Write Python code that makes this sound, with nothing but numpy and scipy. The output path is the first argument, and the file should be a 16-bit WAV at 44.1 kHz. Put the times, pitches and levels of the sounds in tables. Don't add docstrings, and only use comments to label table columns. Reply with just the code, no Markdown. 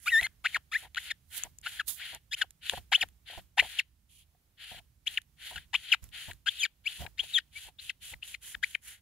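import sys
import numpy as np
from scipy import signal
from scipy.fft import rfft, irfft, next_fast_len
from scipy.io import wavfile
from scipy.ndimage import uniform_filter1d

SR = 44100
rng = np.random.default_rng(int(sys.argv[2]) if len(sys.argv) > 2 else 0)


def output_pcm(signal):
    pcm = np.clip(np.atleast_2d(signal).T, -1, 1) * 32767
    wavfile.write(sys.argv[1], SR, np.round(pcm).astype(np.int16))


N = 397341
TIME = np.arange(N) / SR
TOP_HZ = 15650

# (frequency [Hz], gain [dB])
AIR_EQ = [(150, -4), (260, 6), (430, 3), (800, 2), (1300, -2), (2000, -2), (3500, -2), (5500, -6),
          (7200, -5), (8600, -9), (10500, -1), (15000, -2)]
# (frequency [Hz], gain [dB])
THUMP_EQ = [(20, -21), (40, -9), (58, 2.5), (90, -5.5), (150, -12), (250, -22), (500, -35.5)]
# (time [s], level [dB])
HAND_RIDE = [(0, -64), (1.0, -65.5), (1.7, -64), (2.5, -66.5), (2.95, -63), (3.3, -67.5), (4.6, -69.5),
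             (5.3, -66), (5.9, -63.5), (6.7, -68.5), (7.1, -64), (9.0, -68.5)]

# (start [s], length [s], attack [s], release [s], rasp [dB],
# rise over the stroke [dB], deep layer against rasp [dB], hiss [dB], hiss left minus right [dB])
PUSH_CUES = [(0.0, .095, 0.0013, 0.014, -65.5, 14, 1, -58.5, -29.5),
             (0.051, 0.22, .012, 0.018, -53.5, 13.5, 5.5, -50.5, -8.5),
             (0.713, 0.18, 0.0078, 0.087, -52.5, 12.5, -1, -56, -8),
             (1.292, 0.19, 0.055, 0.1, -47, 14, -3, -50.5, -8),
             (1.947, 0.25, 0.092, 0.083, -44.5, -2.5, -4, -55, -6.5),
             (2.604, 0.2, 0.071, 0.026, -45, -7, -7.5, -53, -4),
             (3.248, 0.17, 0.043, 0.051, -49, -3.5, -5, -60, -3),
             (4.08, 0.18, 0.024, .06, -66.5, 9, -22.5, -67, -12),
             (4.565, 0.24, 0.062, 0.015, -49, -6, -6.5, -59, -5),
             (5.358, 0.32, 0.11, 0.23, -46, 3, -4.5, -53.5, -6),
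             (6.11, 0.222, 0.049, 0.021, -47, -10, -6, -54.5, -0.5),
             (6.834, 0.22, 0.052, 0.011, -48, -8, -8.5, -54.5, -4),
             (7.502, 0.21, 0.081, 0.049, -51, 0, -9, -54.5, -2.5),
             (7.996, 0.15, 0.046, 0.019, -51, -1.5, -10.5, -51.5, -3),
             (8.399, .15, 0.057, 0.012, -54.5, -2.5, -6, -50, -5),
             (8.801, 0.21, 0.077, 0.15, -54.5, 13, -0.5, -51, -5)]
# (start [s], length [s], rasp [dB], rise over the stroke [dB],
# deep layer against rasp [dB], hiss [dB], hiss left minus right [dB])
PULL_CUES = [(0.448, 0.14, -52, 7.5, -3.5, -58.5, -1), (0.95, 0.18, -50, 12, -5, -55, -5),
             (1.623, 0.2, -49.5, 0, -4, -53, -8.5), (2.354, 0.09, -47.5, 5, -1, -51.5, -6),
             (2.92, 0.13, -47.5, -2, -3.5, -57.5, -7.5), (3.577, 0.25, -48.5, 5, -6, -55, -4.5),
             (5.054, 0.14, -49.5, -2, -6, -54, -5), (5.732, 0.23, -48.5, 16, -8, -58, 0),
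             (6.462, .19, -46.5, 11.5, -13, -57, -1), (7.194, 0.22, -49, 11.5, -11.5, -56, -1.5),
             (7.785, 0.14, -51.5, 10, -13.5, -55, -4.5), (8.213, 0.16, -54, -2, -8.5, -54, -2.5),
             (8.616, 0.16, -56.5, -9, -6, -56, -5)]
# (frequency [Hz], gain [dB])
RASP_EQ = [(1400, -39.5), (2000, -14.5), (2500, -2), (3100, 4), (3700, -2), (4400, -4.5), (5400, -21),
           (7000, -47.5)]
# (frequency [Hz], gain [dB])
DEEP_RASP_EQ = [(400, -37), (750, -12), (1130, -21), (1450, -1), (1900, 3.5), (2300, 0.5), (3000, -20),
                (5000, -37)]
# (frequency [Hz], gain [dB])
HISS_EQ = [(3000, -18), (5500, -6.5), (7100, 1.5), (8300, -5), (9600, 2.5), (11000, 2.5), (13300, -10.5),
           (15300, -9)]

# (start [s], length [ms], start pitch [Hz], middle pitch [Hz], end pitch [Hz],
# level [dB], peak position [0-1], roughness [0-1], overtones [dB])
SQUEAK_CUES = [(0.058, 28, 1074, 1352, 1550, -28, 1, .15, -9),
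               (0.076, 33, 2220, 2570, 2950, -25.5, 0.15, .16, -4.5),
               (0.1, 23, 2080, 1970, 1900, -37, 0.4, .3, -5.5),
               (0.118, 88.6, 1973, 1780, 2043, -20, 0.47, 0, -10),
               (0.222, 13, 1706, 1910, 2000, -31, 0.9, .8, -5),
               (0.234, 34, 1928, 2120, 1990, -29, 0.4, 0, 0.5),
               (0.261, 16.7, 1787, 1524, 1316, -38.5, 0.1, 0.94, -3.5),
               (0.44, 35.4, 1004, 1660, 2540, -25.5, 0.71, 0.5, -7.5),
               (0.544, 9.5, 2510, 2073, 1830, -24.5, 0.3, 0, -2),
               (0.552, 22.6, 1860, 1511, 970, -25.5, 0.1, 0.4, -11.5),
               (0.714, 16.3, 1110, 1222, 1450, -37, 0.9, 0, -6.5),
               (0.727, 34, 1580, 2200, 2590, -29.5, .3, .24, -2.5),
               (0.746, 29.7, 1605, 1840, 2180, -24, .4, 0.07, -14),
               (0.964, 24.7, 1306, 1480, 2310, -28, 0.97, 0.38, -5),
               (1.1, 21.6, 2560, 2025, 1590, -29.5, 0.73, 0.28, 1.5),
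               (1.652, 28.7, 1107, 1394, 1770, -33, 1, 0.44, -4),
               (1.793, 27.4, 1997, 1440, 1190, -28.5, 0.2, 0.28, -8),
               (1.993, 56, 1380, 1970, 3190, -45, 0.44, 0.42, -9),
               (2.311, 40.8, 1667, 2032, 3460, -29, 0.92, 0.28, 10),
               (2.411, 23, 2012, 1550, 1210, -22.5, 0.33, .35, -0.5),
               (2.917, 17, 677, 900, 1220, -20, 1, 0.37, -1.5),
               (2.932, 16, 1497, 1828, 2280, -22.5, .25, 0.74, 0),
               (2.937, 28.8, 2350, 2896, 3730, -17.5, .65, .18, -1.5),
               (3.009, 20, 3690, 2585, 2285, -24.5, 0.28, 0, 5.5),
               (3.024, 14, 2255, 1795, 900, -24.5, 0.23, 0.47, 0),
               (3.571, 24, 727, 855, 1197, -22.5, 1, 0.6, -2.5),
               (3.589, 13.6, 2424, 2572, 2950, -16, 0.6, 0.5, -9),
               (3.594, 21.4, 1807, 2095, 2530, -18, 0.23, .26, -7),
               (3.785, 21.5, 3550, 2605, 1600, -21.5, 0.35, 0.27, 1.5),
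               (5.063, 20.8, 2013, 2963, 3790, -25, 0.78, 0.37, 1.5),
               (5.172, 16.9, 3430, 2180, 1330, -24, 0.17, 0.27, -9),
               (5.557, 20, 1555, 1405, 1290, -38.5, 0.2, 0.31, 3),
               (5.569, 21, 1366, 1543, 1720, -40, 0.4, 0.43, -4.5),
               (5.73, 26.6, 934, 1062, 1240, -28, 0.6, 0.4, -1.5),
               (5.747, 18.9, 2040, 2866, 3530, -19, 0.39, 0.36, -11),
               (5.916, 24.4, 3310, 2650, 1780, -15.5, 0.47, .16, -3),
               (5.936, 16.8, 1870, 1305, 800, -23.5, 0, .55, -0.5),
               (6.309, 12, 2395, 1830, 1404, -35.5, 0.4, 0.51, -11.5),
               (6.459, 29, 1377, 1545, 1806, -24.5, 0.9, 0.39, 0.5),
               (6.484, 14.3, 3130, 3385, 3670, -21.5, 0.2, 0.2, -8),
               (6.586, 57, 3970, 3285, 2930, -30.5, 0.66, 0.13, 11.5),
               (6.629, 26.6, 2555, 2297, 2170, -24, 0.25, 0.1, 4.5),
               (6.648, 19.4, 2130, 1605, 1263, -30, 0.4, 0.51, 4),
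               (6.855, 28.8, 2270, 2480, 3560, -26.5, 0.76, 0.05, -2),
               (7.063, 10.2, 2040, 1740, 1410, -48, 0.57, 0.9, -11),
               (7.174, 22, 1880, 2160, 2580, -42, 0.84, 0.45, 7),
               (7.191, 25.6, 2730, 3235, 3430, -25.5, 0.24, 0.3, -4),
               (7.333, 46, 4020, 3480, 3060, -21.5, 0.9, .07, -2),
               (7.374, 18.3, 2193, 1834, 1410, -26.5, 0.78, .3, -0.5),
               (7.552, 38, 2215, 2300, 2410, -41.5, 0.4, 0.09, -7),
               (7.784, 24, 3370, 4060, 4000, -43, 0.53, 0.41, -16),
               (7.893, 16, 3530, 2275, 1550, -29.5, 0.27, 0.28, 1),
               (8.135, 10.2, 2960, 2090, 1610, -35.5, 0.5, 0.34, -3.5),
               (8.224, 10.6, 2380, 2705, 3200, -36, 0.95, 0.28, -13),
               (8.341, 13.7, 2795, 2290, 1820, -35, 0.36, 0.42, 0.5),
               (8.544, 9.7, 2020, 1740, 1330, -31.5, 0.64, 0.47, -4),
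               (8.627, 20.6, 1570, 1840, 2570, -22.5, 0.8, 0.19, -5.5),
               (8.745, 13.3, 2765, 2276, 1420, -29.5, 0.45, 0.48, -14)]
# (frequency [Hz], gain [dB])
SQUEAK_EQ = [(300, -33.5), (520, -28.5), (760, -5.5), (1100, -18.5), (1500, -1.5), (1900, -1), (3100, 4.5),
             (4000, -1), (5500, -12), (7000, -9.5), (8500, -22.5), (10700, -4), (13000, -24.5),
             (15000, -29.5)]

# (peak time [s], level [dB], rise [s], decay [s])
BRUSH_CUES = [(0.08, -44, .014, .012), (1.381, -36, 0.023, 0.0068), (1.883, -32, 0.0057, .037)]
# (frequency [Hz], gain [dB])
BARK_EQ = [(800, -12), (1600, -6.5), (2600, -4.5), (3600, 6.5), (5300, -1), (7500, 8.5), (8300, 4),
           (10000, 10), (12000, 7), (15300, 3)]

# (start [s], grating length [s], grating [dB], thump [dB])
BUMP_CUES = [(0.196, 0.056, -46.5, -47), (0.563, 0.026, -51, -64.5), (0.816, 0.072, -53, -60.5),
             (1.432, 0.053, -49, -49), (2.111, 0.071, -49, -60), (2.432, 0.021, -47, -63.5),
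             (2.72, 0.032, -37.5, -49.5), (2.768, 0.017, -39, -48.5), (3.023, .024, -38, -50.5),
             (3.295, 0.075, -53.5, -78), (3.367, 0.039, -48, -47.5), (3.593, 0.088, -45, -53.5),
             (4.707, 0.041, -54, -53), (4.744, 0.086, -61.5, -58.5), (5.502, 0.041, -51.5, -81),
             (5.532, .075, -59.5, -48.5), (6.018, .04, -77.5, -46.5), (6.273, .042, -51, -44),
             (6.974, 0.12, -46, -40.5), (7.204, 0.064, -56.5, -56.5), (7.634, 0.086, -60.5, -65),
             (8.113, 0.041, -53, -50), (8.538, 0.042, -69, -52.5)]
# (frequency [Hz], gain [dB])
GRATE_EQ = [(130, -25.5), (240, -10), (340, -5.5), (520, -4), (720, 8), (950, 6), (1150, -11), (1600, -9),
            (3000, -26)]

# (time [s], edge [dB], knock [dB], left minus right [dB])
SNAP_CUES = [(0.2115, -53.5, -36.5, -4), (0.2321, -47.5, -48.5, -3.5), (0.9467, -56, -43.5, 1),
             (0.9586, -65, -48.5, 16), (1.4357, -35, -48.5, 9), (1.5857, -51.5, -91, 10),
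             (1.614, -60.5, -93, 1), (2.1473, -45.5, -62, 1), (2.5068, -56, -63.5, -3),
             (2.6963, -37, -27.5, 4), (3.0869, -61.5, -67.5, 2), (5.217, -63.5, -69, -10.5),
             (6.0406, -57.5, -72, -18.5), (6.09, -67.5, -69, -5), (6.3125, -65, -55, 14),
             (6.333, -61, -61.5, 5), (7.064, -63, -48.5, 17)]
# (frequency [Hz], gain [dB])
SNAP_KNOCK_EQ = [(300, -38.5), (750, -26.5), (1100, -7.5), (1600, 4.5), (3200, 9.5), (4300, 6.5),
                 (6000, -38.5), (10000, -44.5)]
# (frequency [Hz], gain [dB])
SNAP_EDGE_EQ = [(2500, -17.5), (4500, -13.5), (7000, 9), (8500, -7), (10500, 9.5), (15000, -17)]

# (time [s], level [dB])
TAP_CUES = [(2.735, -24), (2.777, -47), (2.783, -38.5), (2.978, -43.5), (3.3, -44.5), (3.381, -43.5),
            (3.625, -30), (3.648, -40), (4.349, -61.5), (4.716, -43.5), (4.745, -45), (4.79, -52.5),
            (7.02, -33.5)]
# (frequency [Hz], level [dB], time to fall 60 dB [s])
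WOOD_MODES = [(227, -14.5, .06), (430, -11, 0.016), (577, -1.5, .028), (715, 4.5, 0.039),
              (905, -17.5, 0.013), (1728, 0.5, 0.016)]

# (frequency [Hz], left-right likeness [0-1])
BED_IMAGE = [(50, 1), (250, 1), (500, 0.2), (15000, 0.13)]
# (frequency [Hz], left-right likeness [0-1])
CLOSE_IMAGE = [(50, 0.24), (700, 1), (3200, 0.54), (4500, 0.24), (8000, 0.067), (15000, .1)]
# (frequency [Hz], left minus right [dB])
MIC_BALANCE = [(50, -6), (250, 0.73), (750, 0), (2500, 1), (3600, 1), (5000, -4), (7200, 0.33), (10000, -6),
               (12000, -6), (13500, -14), (15300, -5)]
# (frequency [Hz], left phase lead [rad])
MIC_PHASE = [(700, 0.5), (2200, 0.1), (3200, 0.35), (4100, -0.76), (5500, -1.5), (7000, -5), (8700, -7),
             (10700, -8.5), (15000, -6.5)]


def undb(db):
    return 10 ** (np.asarray(db) / 20)


def unit(x):
    return x / np.sqrt(np.mean(x ** 2))


def curve_at(points, hz):
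    point_hz, value = np.transpose(points)
    return np.interp(np.log(hz + 1), np.log(point_hz), value)


def eq(x, points, size=4096):
    gain = undb(curve_at(points, np.fft.rfftfreq(size, 1 / SR)))
    cepstrum = irfft(np.log(gain))
    cepstrum[1:size // 2] *= 2
    cepstrum[size // 2 + 1:] = 0
    response = irfft(np.exp(rfft(cepstrum)))
    return signal.oaconvolve(np.atleast_2d(x), response[None], axes=1)[:, :x.shape[-1]]


def stereo_noise(image):
    size = next_fast_len(N, True)
    likeness = np.clip(curve_at(image, np.fft.rfftfreq(size, 1 / SR)), 0, 1)
    mid, side = rfft(rng.standard_normal((2, size)))
    mid, side = mid * np.sqrt(1 + likeness), side * np.sqrt(1 - likeness)
    return unit(irfft([mid + side, mid - side])[:, :N])


def pan(db):
    return undb(np.array([[1], [-1]]) * db / 2) / np.cosh(np.log(undb(db / 2)))


def wander(rate):
    return np.interp(TIME * rate, np.arange(N // 8), rng.standard_normal(N // 8))


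def fade(u):
    return np.sin(np.pi / 2 * np.clip(u, 0, 1)) ** 2


def add(out, start_s, sound):
    i = int(start_s * SR)
    out[:, i:i + sound.shape[1]] += sound[:, :N - i]


def forest_bed(air_db=-77.7, flutter_db=1.5, sway_db=0.5):
    air = unit(eq(stereo_noise(BED_IMAGE), AIR_EQ)) * undb(air_db + flutter_db * wander(3))
    hand_db = np.interp(TIME, *np.transpose(HAND_RIDE)) + sway_db * wander(8.6)
    rumble = unit(eq(stereo_noise(BED_IMAGE), THUMP_EQ)) * undb(hand_db)
    return air + rumble * pan(-6)


def stroke(length_s, attack_s, release_s, rasp_db, rise_db, deep_db, hiss_db, pan_db,
           grip_db=0, bite_db=0):
    t = TIME[:int(length_s * SR)]
    along = t / length_s - .5
    slowness = (2 * along) ** 2
    contact = fade(t / attack_s) * fade((length_s - t) / release_s)
    bite = np.exp(-np.abs(t - attack_s) / .02)
    rasp = contact * undb(rasp_db + rise_db * along + grip_db * slowness + bite_db * (bite - bite.mean()))
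    deep = rasp * undb(deep_db + 3.5 * (slowness - slowness.mean()))
    hiss = contact * undb(hiss_db - 6 * slowness) * pan(pan_db)
    return np.vstack([rasp, deep, hiss])


def sawing(grain_db=0.5, catch_db=1.5, crackle_db=3, pull_fade_s=0.036, creep_db=-26, creep_s=0.056):
    envelopes = np.zeros((4, N))
    for start_s, length_s, *levels in PULL_CUES:
        add(envelopes, start_s, stroke(length_s, pull_fade_s, pull_fade_s, *levels, grip_db=7.5))
    for start_s, *push in PUSH_CUES:
        add(envelopes, start_s, stroke(*push, bite_db=2.5))
    pole = np.exp(-1 / (creep_s * SR))
    envelopes += undb(creep_db) * signal.lfilter([1 - pole], [1, -pole], envelopes + 1e-18)
    tearing = undb(grain_db * wander(1800) + catch_db * wander(90))

    def grains(tone, texture=1):
        return unit(eq(stereo_noise(CLOSE_IMAGE) * tearing * texture, tone))

    rasp = grains(RASP_EQ) * envelopes[0]
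    deep = undb(-1) * grains(DEEP_RASP_EQ) * envelopes[1]
    crackle = undb(crackle_db * wander(2500))
    hiss = undb(3) * grains(HISS_EQ, crackle) * envelopes[2:]
    return (rasp + deep) * pan(3) + hiss * pan(5)


def stick_slip(length_ms, pitches_hz, peak, rough, overtone_db, jitter=.25, waver=0.005, flat_top_ms=69):
    n = int(length_ms * SR / 1000)
    progress = np.linspace(0, 1, n)
    timing, strength, grit, drag = rng.standard_normal((4, SR // 8))
    drag = np.interp(TIME[:n] * 260, np.arange(len(drag)), drag)
    glide = np.polyval(np.polyfit([0, .5, 1], pitches_hz, 2), progress)
    hz = glide * (1 + waver * drag)
    slips = np.cumsum(hz) / SR

    def per_slip(chance):
        return rough * np.interp(slips, np.arange(len(chance)), chance)

    phase = 2 * np.pi * np.cumsum(hz * (1 + jitter * per_slip(timing))) / SR
    harmonic = np.arange(2, 11)[:, None]
    rolloff = (harmonic / 2) ** (0.24 + 1.6 * rough)
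    overtones = (harmonic * hz < TOP_HZ) * np.sin(harmonic * phase) / 2 / rolloff
    saw = np.sin(phase) + undb(overtone_db) * overtones.sum(axis=0)
    force = saw * undb(8 * per_slip(strength)) + (0.036 + 0.55 * rough) * grit[:n]
    tone = eq(force, SQUEAK_EQ)[0]
    tone /= np.sqrt(uniform_filter1d(tone ** 2, size=300) + 1e-12)
    arch = np.interp(progress, [0, np.clip(peak, .15, .85), 1], [0, .5, 1])
    sharpness = 1.33 / (1 + (length_ms / flat_top_ms) ** 3)
    grip = np.abs(np.sin(np.pi * arch)) ** sharpness
    return tone * grip * undb(6 * rough * drag)


def squeaks(wet_db=-31.5, drying_db_per_s=0.04, lead_s=0.0064, lag_s=0.0053, tail_db=-29, tail_s=0.018):
    dry, wetness = np.zeros((2, N)), np.zeros(N)
    for start_s, length_ms, *pitches_hz, db, peak, rough, overtone_db in SQUEAK_CUES:
        place = pan(2.5 + 0.5 * start_s)
        add(dry, start_s, undb(db) * place * stick_slip(length_ms, pitches_hz, peak, rough, overtone_db))
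        end_s = start_s + length_ms / 1000
        span = slice(int((start_s - lead_s) * SR), int((end_s + lag_s) * SR))
        tearing = undb(db + wet_db - drying_db_per_s * start_s) * min(1, 0.41 + 2 * rough)
        window = signal.windows.tukey(span.stop - span.start, .7)
        wetness[span] = np.maximum(wetness[span], tearing * window)
    t = TIME[:SR // 6]
    tail = rng.standard_normal((2, len(t))) * np.exp(-t / tail_s)
    tail *= undb(tail_db) / np.sqrt(np.sum(tail[0] ** 2))
    scatter = signal.oaconvolve(dry, tail, axes=1)[:, :N]
    hiss = unit(eq(stereo_noise(CLOSE_IMAGE), HISS_EQ)) * wetness * pan(-1)
    return dry + scatter + hiss


def bark_brushes(grain_db=2.0):
    swish = unit(eq(stereo_noise(CLOSE_IMAGE) * undb(grain_db * wander(1000)), BARK_EQ))
    envelope = np.zeros(N)
    for peak_s, db, rise_s, decay_s in BRUSH_CUES:
        slopes = np.minimum((TIME - peak_s) / rise_s, (peak_s - TIME) / decay_s)
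        envelope += undb(db) * np.exp(np.maximum(slopes, -20))
    return swish * envelope * pan(-9)


def log_bumps(jerk_db=5, thump_decay_s=0.037):
    grate_gain, thump_gain = np.zeros((2, 1, N))
    t = TIME[:SR // 3]
    for start_s, length_s, grate_db, thump_db in BUMP_CUES:
        contact = np.sin(np.pi * np.minimum(t / length_s, 1)) ** 2
        add(grate_gain, start_s, undb(grate_db) * contact[None])
        rise_s = 0.37 * length_s
        load = fade(t / rise_s) * np.exp(-np.maximum(t - rise_s, 0) / thump_decay_s)
        add(thump_gain, start_s, undb(thump_db) * load[None])
    grate = unit(eq(stereo_noise(CLOSE_IMAGE) * undb(jerk_db * wander(170)), GRATE_EQ))
    thump = unit(eq(stereo_noise(CLOSE_IMAGE), THUMP_EQ))
    return undb(-1) * grate * grate_gain + thump * thump_gain


def fibre_snaps(decay_s=0.00074, trim_db=11):
    out, t = np.zeros((2, N)), TIME[:SR // 40]
    envelope = (t / decay_s) * np.exp(1 - t / decay_s)
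    for start_s, edge_db, knock_db, pan_db in SNAP_CUES:
        knock_noise, edge_noise = rng.standard_normal((2, len(t)))
        knock = undb(knock_db + trim_db) * unit(eq(knock_noise, SNAP_KNOCK_EQ))
        edge = undb(edge_db + trim_db) * unit(eq(edge_noise, SNAP_EDGE_EQ))
        add(out, start_s, (knock + edge) * envelope * pan(pan_db))
    return out


def log_taps(scatter_db=2, detune=0.053, contact_s=0.00088):
    out, t = np.zeros((2, N)), TIME[:SR // 12]
    hz, mode_db, t60 = np.transpose(WOOD_MODES)[:, :, None]
    attack = 1 - np.exp(-t / contact_s)
    for start_s, db in TAP_CUES:
        strength, tuning = rng.standard_normal((2, len(hz), 1))
        decay = undb(mode_db + scatter_db * strength - 60 * t / t60)
        modes = decay * np.sin(2 * np.pi * hz * (1 + detune * tuning) * t)
        add(out, start_s, 3 * undb(db) * modes.mean(axis=0) * attack * pan(0))
    return out


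def microphones(knife):
    left = eq(knife[0], [(hz, db / 2) for hz, db in MIC_BALANCE])[0]
    right = eq(knife[1], [(hz, -db / 2) for hz, db in MIC_BALANCE])[0]
    size = next_fast_len(N, True)
    left_lead = curve_at(MIC_PHASE, np.fft.rfftfreq(size, 1 / SR))
    right = irfft(rfft(right, size) * np.exp(-1j * left_lead), size)[:N]
    return np.array([left, right])


def scene():
    knife = squeaks() + sawing() + log_bumps() + log_taps() + bark_brushes() + fibre_snaps()
    return microphones(knife) + forest_bed()


def record(dry):
    return signal.sosfilt(signal.ellip(10, .2, 70, TOP_HZ, fs=SR, output="sos"), dry)


dry = scene()
out = record(dry)
output_pcm(out)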